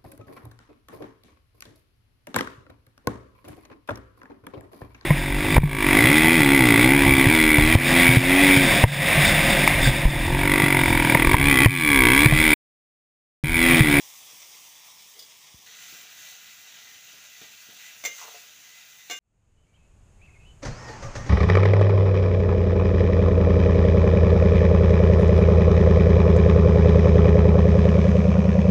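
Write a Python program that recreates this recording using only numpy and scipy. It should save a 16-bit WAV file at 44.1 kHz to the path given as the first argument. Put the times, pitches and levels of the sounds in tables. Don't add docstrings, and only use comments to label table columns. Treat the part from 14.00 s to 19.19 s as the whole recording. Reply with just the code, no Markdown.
import sys
import numpy as np
from scipy import signal
from scipy.fft import rfft, irfft
from scipy.io import wavfile
from scipy.ndimage import uniform_filter1d

SR = 44100
rng = np.random.default_rng(int(sys.argv[2]) if len(sys.argv) > 2 else 0)


def file_out(sig):
    cols = np.atleast_2d(sig).T
    lim = np.clip(cols, -1, 1)
    pcm = np.round(lim * 32767).astype(np.int16)
    wavfile.write(sys.argv[1], SR, pcm)


N = 228879
TIME, FREQ = np.arange(N) / SR, np.fft.rfftfreq(N, 1 / SR)
RING_T = np.arange(SR // 2) / SR
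CLOSER_S = 1.662

# start in seconds, relative levels in dB of the ring,
# the clatter and the squeak, place of impact from 0 (bottom) to 1 (wall).
SPATULA_BLOWS = [(4.038, -36.5, -38, -42, 0.66), (4.0496, -30.5, -31.5, -50, 0.0034),
                 (4.055, -42, -30.5, -30.5, 0), (4.064, -42, -42, -47, 0.42), (4.073, -45, -49, -41, 0),
                 (5.0981, -34, -36, -48, 0.81), (5.109, -33, -35, -36.5, 1), (5.115, -35, -41, -43, 1),
                 (5.129, -49, -40.5, -47, 1)]


def amp(db):
    return 10 ** (np.asarray(db) / 20)


def unit(x):
    return x / np.sqrt(np.mean(x ** 2) + 1e-20)


def read(points, hz):
    f, value = np.transpose(points)
    return np.interp(np.log(hz + 1), np.log(f + 1), value)


def dying(t, t60):
    return np.exp(-np.log(1000) * t / np.maximum(t60, 1e-3))


def onset(t, rise_s):
    return 1 - np.exp(-t / rise_s)


def add(mix, s, sound):
    part = mix[max(round(s * SR), 0):][:len(sound)]
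    part += sound[:len(part)]


def noise(colour, size):
    spectrum = rfft(rng.standard_normal(size))
    gain = amp(read(colour, np.fft.rfftfreq(size, 1 / SR)))
    return unit(irfft(spectrum * gain, size))


def wander(rate):
    spectrum = rfft(rng.standard_normal(N))
    return unit(irfft(spectrum * np.exp(-(FREQ / rate) ** 2), N))


def bursts(per_s, spread_db, wash, flutter_db):
    sizes = amp(spread_db * np.minimum(rng.exponential(1, N), 5))
    happens = rng.random(N) < per_s / SR
    clicks = sizes * rng.choice([-1, 1], N) * happens
    steam = wash * rng.standard_normal(N)
    return unit(unit(clicks) + steam) * amp(flutter_db * wander(rate=14))


def through_response(x, gain):
    cepstrum = irfft(np.log(gain + 1e-5), N)
    response = np.exp(rfft(cepstrum * 2 * (np.arange(N) < N // 2)))
    return unit(irfft(rfft(x) * response, N))


def sizzle(levels, colour_db, split_hz):
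    wet_level, spray_level = levels
    high = 1 / (1 + (split_hz / (FREQ + 1)) ** 6)
    wet = bursts(per_s=2200, spread_db=2.0, wash=0.85, flutter_db=0.83)
    spray = bursts(per_s=4000, spread_db=-0.5, wash=1.0, flutter_db=0.76)
    out = np.zeros(N)
    for clicks, share, level_db in ((wet, 1 - high, wet_level), (spray, high, spray_level)):
        out += through_response(clicks, amp(colour_db) * np.sqrt(share)) * amp(level_db)
    return out


def frying_levels(drying, since_s):
    # peak time in seconds, length in seconds,
    # lift of the bubbling in dB, lift of the spray in dB.
    flare_ups = [(0.04, 0.22, 1.6, 0.5), (1.92, .44, 3.0, 3.3), (2.246, 0.28, 2.5, 3.6),
                 (2.845, 0.66, 1.1, -0.3), (3.447, 0.16, 3.5, 0.5), (3.81, 0.61, 2.6, 2.0),
                 (4.234, 0.7, 4, 4.5), (4.99, 0.13, 1.5, 0.5)]
    start_db, fall = np.transpose(drying)
    levels = start_db[:, None] - fall[:, None] * (TIME - since_s)
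    for s, length, wet_db, spray_db in flare_ups:
        swell = np.cos(np.pi * np.clip((TIME - s) / length, -.5, .5)) ** 2
        levels = levels + np.outer([wet_db, spray_db], swell)
    return levels


def pan_colour():
    # frequency in Hz, width in Hz, lift in dB before any scaling.
    pan_resonances = [(444, 47, 14), (500, 25, -2.5), (721, 36, 7), (826, 13, -7), (1010, 41, 3),
                      (1424, 14, 5.5), (1748, 31, -13), (1980, 18, 9.5), (2035, 23, 9), (2150, 180, -5),
                      (2400, 130, 2.5), (2700, 52, 5.5), (3810, 220, 4.5), (4220, 45, 2)]
    return sum(db / (1 + (2 * (FREQ - hz) / width) ** 2) for hz, width, db in pan_resonances)


def shifting(x, patchy_db=1.11):
    z = signal.stft(x, nperseg=1024)[2]
    patches = rng.standard_normal(z.shape)
    for axis in (0, 1):
        patches = uniform_filter1d(patches, size=9, axis=axis)
    return signal.istft(z * amp(patchy_db * unit(patches)))[1][:N]


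def vegetables():
    # frequency in Hz, relative density in dB per Hz.
    side_colour = [(150, -55), (350, -19), (600, -12.5), (790, -10), (1080, -7), (1500, -17), (2000, -6),
                   (2900, -6.5), (3450, -1.5), (4270, -9.5), (4900, -4.5), (5900, 1.2), (7300, -2.5),
                   (10500, -8), (13600, -10)]
    top_colour = [(150, -35), (380, -33), (600, -13), (1100, -14.5), (1400, -5.5), (1750, -2.5),
                  (2700, -2.1), (3300, -2.5), (3900, -5), (4500, -5.5), (5200, -7.5), (6200, -0.5),
                  (7400, -6), (8200, -15.5), (13600, -17)]
    # relative starting level in dB, fall in dB per second.
    side_drying = [(-49, 2.5), (-50, 5.5)]
    top_drying = [(-49.5, 0.86), (-51, 0.75)]
    side = sizzle(frying_levels(side_drying, 0), read(side_colour, FREQ), split_hz=5570)
    top_db = read(top_colour, FREQ) + pan_colour()
    top = sizzle(frying_levels(top_drying, CLOSER_S), top_db, split_hz=5260)
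    return shifting(np.where(TIME < CLOSER_S, side, top))


def fire(level_db=5):
    # frequency in Hz, relative density in dB per Hz.
    flame_colour = [(20, -27), (40, -16), (80, -6.5), (135, -1), (220, -4), (400, -10.5), (800, -24.5)]
    # time in seconds, level in dB relative to level_db.
    murmur = [(0.0, -78.5), (1.42, -78), (1.78, -75), (4.88, -79.5), (5.19, -77)]
    flicker_db = 1.5 * wander(rate=10)
    course_db = np.interp(TIME, *np.transpose(murmur))
    return noise(flame_colour, N) * amp(course_db + level_db + flicker_db)


def knocks(rise_s=0.0014):
    # start in seconds, relative level in dB, t60 in seconds.
    soft_knocks = [(0.326, -60, .12), (1.925, -57, 0.18), (3.134, -59, .25), (3.413, -47, 0.077),
                   (3.686, -53.5, 0.1), (3.724, -58, 0.059)]
    # frequency in Hz, relative density in dB per Hz.
    knock_colour = [(25, -35), (60, -20), (140, -6.5), (280, -8), (520, -9), (1200, -27), (3000, -38)]
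    out = np.zeros(N)
    for s, db, t60 in soft_knocks:
        shape = dying(RING_T, t60) * onset(RING_T, rise_s)
        add(out, s, amp(db) * noise(knock_colour, len(RING_T)) * shape)
    return out


def rubbed(hz, width_hz, grit_db):
    lead = SR // 20
    size = len(hz)
    slips = wander(rate=300)
    grit = (rng.standard_normal(N) * amp(grit_db * slips))[:size + lead]
    r = np.exp(-np.pi * abs(width_hz) / SR)
    turn = np.exp(2j * np.pi * np.cumsum(np.pad(hz, (lead, 0), "edge")) / SR)
    stroke = (turn * signal.lfilter([1], np.poly([r, r]), grit / turn)).real
    return unit(np.diff(stroke)[-size:])


def push(grit_db, taper=0.62):
    length, first_hz, last_hz, width_hz = .18, 1430, 466, 670
    t = np.arange(0, length, 1 / SR)
    sinking_hz = first_hz * (last_hz / first_hz) ** (t / length)
    judder_db = 4 * np.cos(2 * np.pi * 32 * t)
    force = signal.windows.tukey(len(t), taper) * amp(judder_db)
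    return unit(force * rubbed(sinking_hz, width_hz, grit_db))


def scraping(grit_db=3.0, through_pan=0.8, catch_rise_s=0.0052):
    # start in seconds, length in seconds,
    # frequency in Hz, pole width in Hz, relative level in dB.
    light_rubs = [(1.136, .12, 410, 400, -70), (3.763, 0.18, 2100, 1300, -54.5),
                  (4.08, .11, 6340, 350, -53), (4.146, 0.12, 6240, 1470, -49.5),
                  (5.16, 0.03, 6500, 1400, -48)]
    # frequency in Hz,
    # pole width in Hz, t60 in seconds, relative level in dB.
    catch_parts = [(600, 380, 0.068, -42), (722, 25, .13, -45.5)]
    out = np.zeros(N)
    # length s, Hz, pole width Hz
    squeaks = [(s, 0.012, 6110, 240, squeak_db) for s, _, _, squeak_db, _ in SPATULA_BLOWS]
    for s, length, hz, width, db in light_rubs + squeaks:
        size = max(int(length * SR), 20)
        shape = unit(signal.windows.tukey(size, .5))
        add(out, s, amp(db) * rubbed(np.full(size, hz), width, grit_db) * shape)
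    add(out, 4.16, amp(-51.5) * push(grit_db))
    for hz, width, t60, db in catch_parts:
        t = np.arange(0, t60, 1 / SR)
        shape = onset(t, catch_rise_s) * dying(t, t60)
        add(out, 4.343, amp(db) * shape * rubbed(np.full(len(t), hz), width, grit_db))
    return irfft(rfft(out) * amp(through_pan * pan_colour()), N)


def ring(hz, t60, db):
    phase = 2 * np.pi * rng.random((len(hz), 1))
    modes = dying(RING_T, t60[:, None]) * np.sin(2 * np.pi * hz[:, None] * RING_T + phase)
    return amp(db) @ modes


def bowl(tick_db=-1, tick_t60=0.082):
    # frequency in Hz, t60 in seconds, relative level in dB.
    bowl_modes = [(2960, .18, -16), (3370, 0.15, -8), (3670, .14, -11.5), (4330, 0.082, -7.5),
                  (4950, .085, 2), (5410, .25, -16), (7000, .16, -16)]
    # frequency in Hz, relative density in dB per Hz.
    tick_colour = [(1500, -27), (3200, -8), (4700, 8), (8000, -4.5), (13500, -10)]
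    # start in seconds, relative level in dB.
    taps = [(1.193, -41.5), (1.199, -48), (1.224, -46.5)]
    out = np.zeros(N)
    for s, db in taps:
        tick = amp(tick_db) * noise(tick_colour, len(RING_T)) * dying(RING_T, tick_t60)
        add(out, s, amp(db) * (ring(*np.transpose(bowl_modes)) + tick))
    return out


def bump(rise_s=.001):
    first_hz, last_hz, glide_t60, t60 = 300, 55, 0.025, 0.08
    out = np.zeros(N)
    hz = last_hz + (first_hz - last_hz) * dying(RING_T, glide_t60)
    shape = onset(RING_T, rise_s) * dying(RING_T, t60)
    add(out, 1.5429, -amp(-42.5) * shape * np.sin(2 * np.pi * np.cumsum(hz) / SR))
    return out


def spatula(clatter_t60=0.086, waver=0.77, rise_s=0.00075, wall_dull_db=-6, dull_hz=8500, lowest_hz=150):
    # frequency in Hz, t60 in seconds, relative level in dB when struck on the bottom,
    # relative level in dB when struck on the wall.
    pan_modes = [(298, 0.054, -13.5, -11.5), (482, 0.07, -12, -14), (702, 0.044, -8, -2),
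                 (722, 0.097, -18, -17), (1158, 0.15, -22, -12), (1565, 0.26, -23, -8),
                 (1753, 0.13, -20, -22), (2038, 0.093, -3, -13), (2110, 0.23, 1, -8.5),
                 (2218, 0.058, -2, 2), (2430, 0.18, -11.5, -12), (2843, 0.45, -18, -4.5),
                 (3538, 0.24, -11, -6.5), (4140, 0.044, -18, -5), (5290, 0.29, -16.5, -12.5),
                 (6240, .09, -16, -19), (6266, 0.61, -17, -16), (6900, 0.14, -1.5, -11),
                 (7290, 0.16, -25, -6.5), (7480, 0.081, 0, -28), (9798, 0.15, -27, -37)]
    # frequency in Hz, relative density in dB per Hz.
    clatter_colour = [(100, -31), (270, -10), (550, 4), (900, -7), (2300, 1.5), (4500, 0), (7400, -2.5),
                      (8200, -10), (13500, -10)]
    hz, t60, bottom_db, wall_db = np.transpose(pan_modes)
    out, energy = np.zeros(N), np.zeros((len(hz), N))
    rise = onset(RING_T, rise_s)
    for s, ring_db, clatter_db, _, place in SPATULA_BLOWS:
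        mode_db = ring_db + bottom_db + np.clip(place, 0, 1) * (wall_db - bottom_db)
        for mode, db, life in zip(energy, mode_db, t60):
            add(mode, s, (amp(db) * rise * dying(RING_T, life)) ** 2)
        colour = [(f, db + place * wall_dull_db * (f > dull_hz)) for f, db in clatter_colour]
        clatter = noise(colour, len(RING_T)) * rise * dying(RING_T, clatter_t60)
        add(out, s, amp(clatter_db) * clatter)
    drift = waver * wander(rate=39.5)
    for mode, f in zip(energy, hz):
        phase = 2 * np.pi * (f * TIME + rng.random()) + np.roll(drift, rng.integers(N))
        out += np.sqrt(mode) * np.sin(phase)
    return signal.sosfilt(signal.butter(2, lowest_hz, "high", fs=SR, output="sos"), out)


def room(x):
    # frequency in Hz, t60 in seconds.
    wall_decay = [(200, 0.32), (2000, 0.19), (7000, 0.13), (15000, 0.15)]
    happens = rng.random(len(RING_T)) < 2500 / SR
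    echoes = rng.standard_normal(len(RING_T)) * happens * (RING_T > .004)
    hz, t, z = signal.stft(echoes, SR, nperseg=256)
    tail = signal.istft(z * dying(t, read(wall_decay, hz)[:, None]), SR)[1]
    return signal.fftconvolve(x, tail / np.linalg.norm(tail))[:N]


def scene():
    frying = vegetables()
    handling = spatula() + scraping() + bowl() + knocks()
    echo = room(amp(-11.5) * frying + amp(-11.0) * handling)
    mix = amp(-1.45) * frying + handling + bump() + fire() + echo
    return np.array([mix, mix])


def record(dry):
    # frequency in Hz, gain in dB.
    microphone = [(25, -8), (60, -0.5), (13900, 0), (14600, 11), (15300, 12)]
    coloured = irfft(rfft(dry) * amp(read(microphone, FREQ)), N)
    low_pass = signal.firwin(1601, 15520, window=("kaiser", 8), fs=SR)
    return signal.oaconvolve(coloured, low_pass[None], "same")


dry = scene()
out = record(dry)
file_out(out)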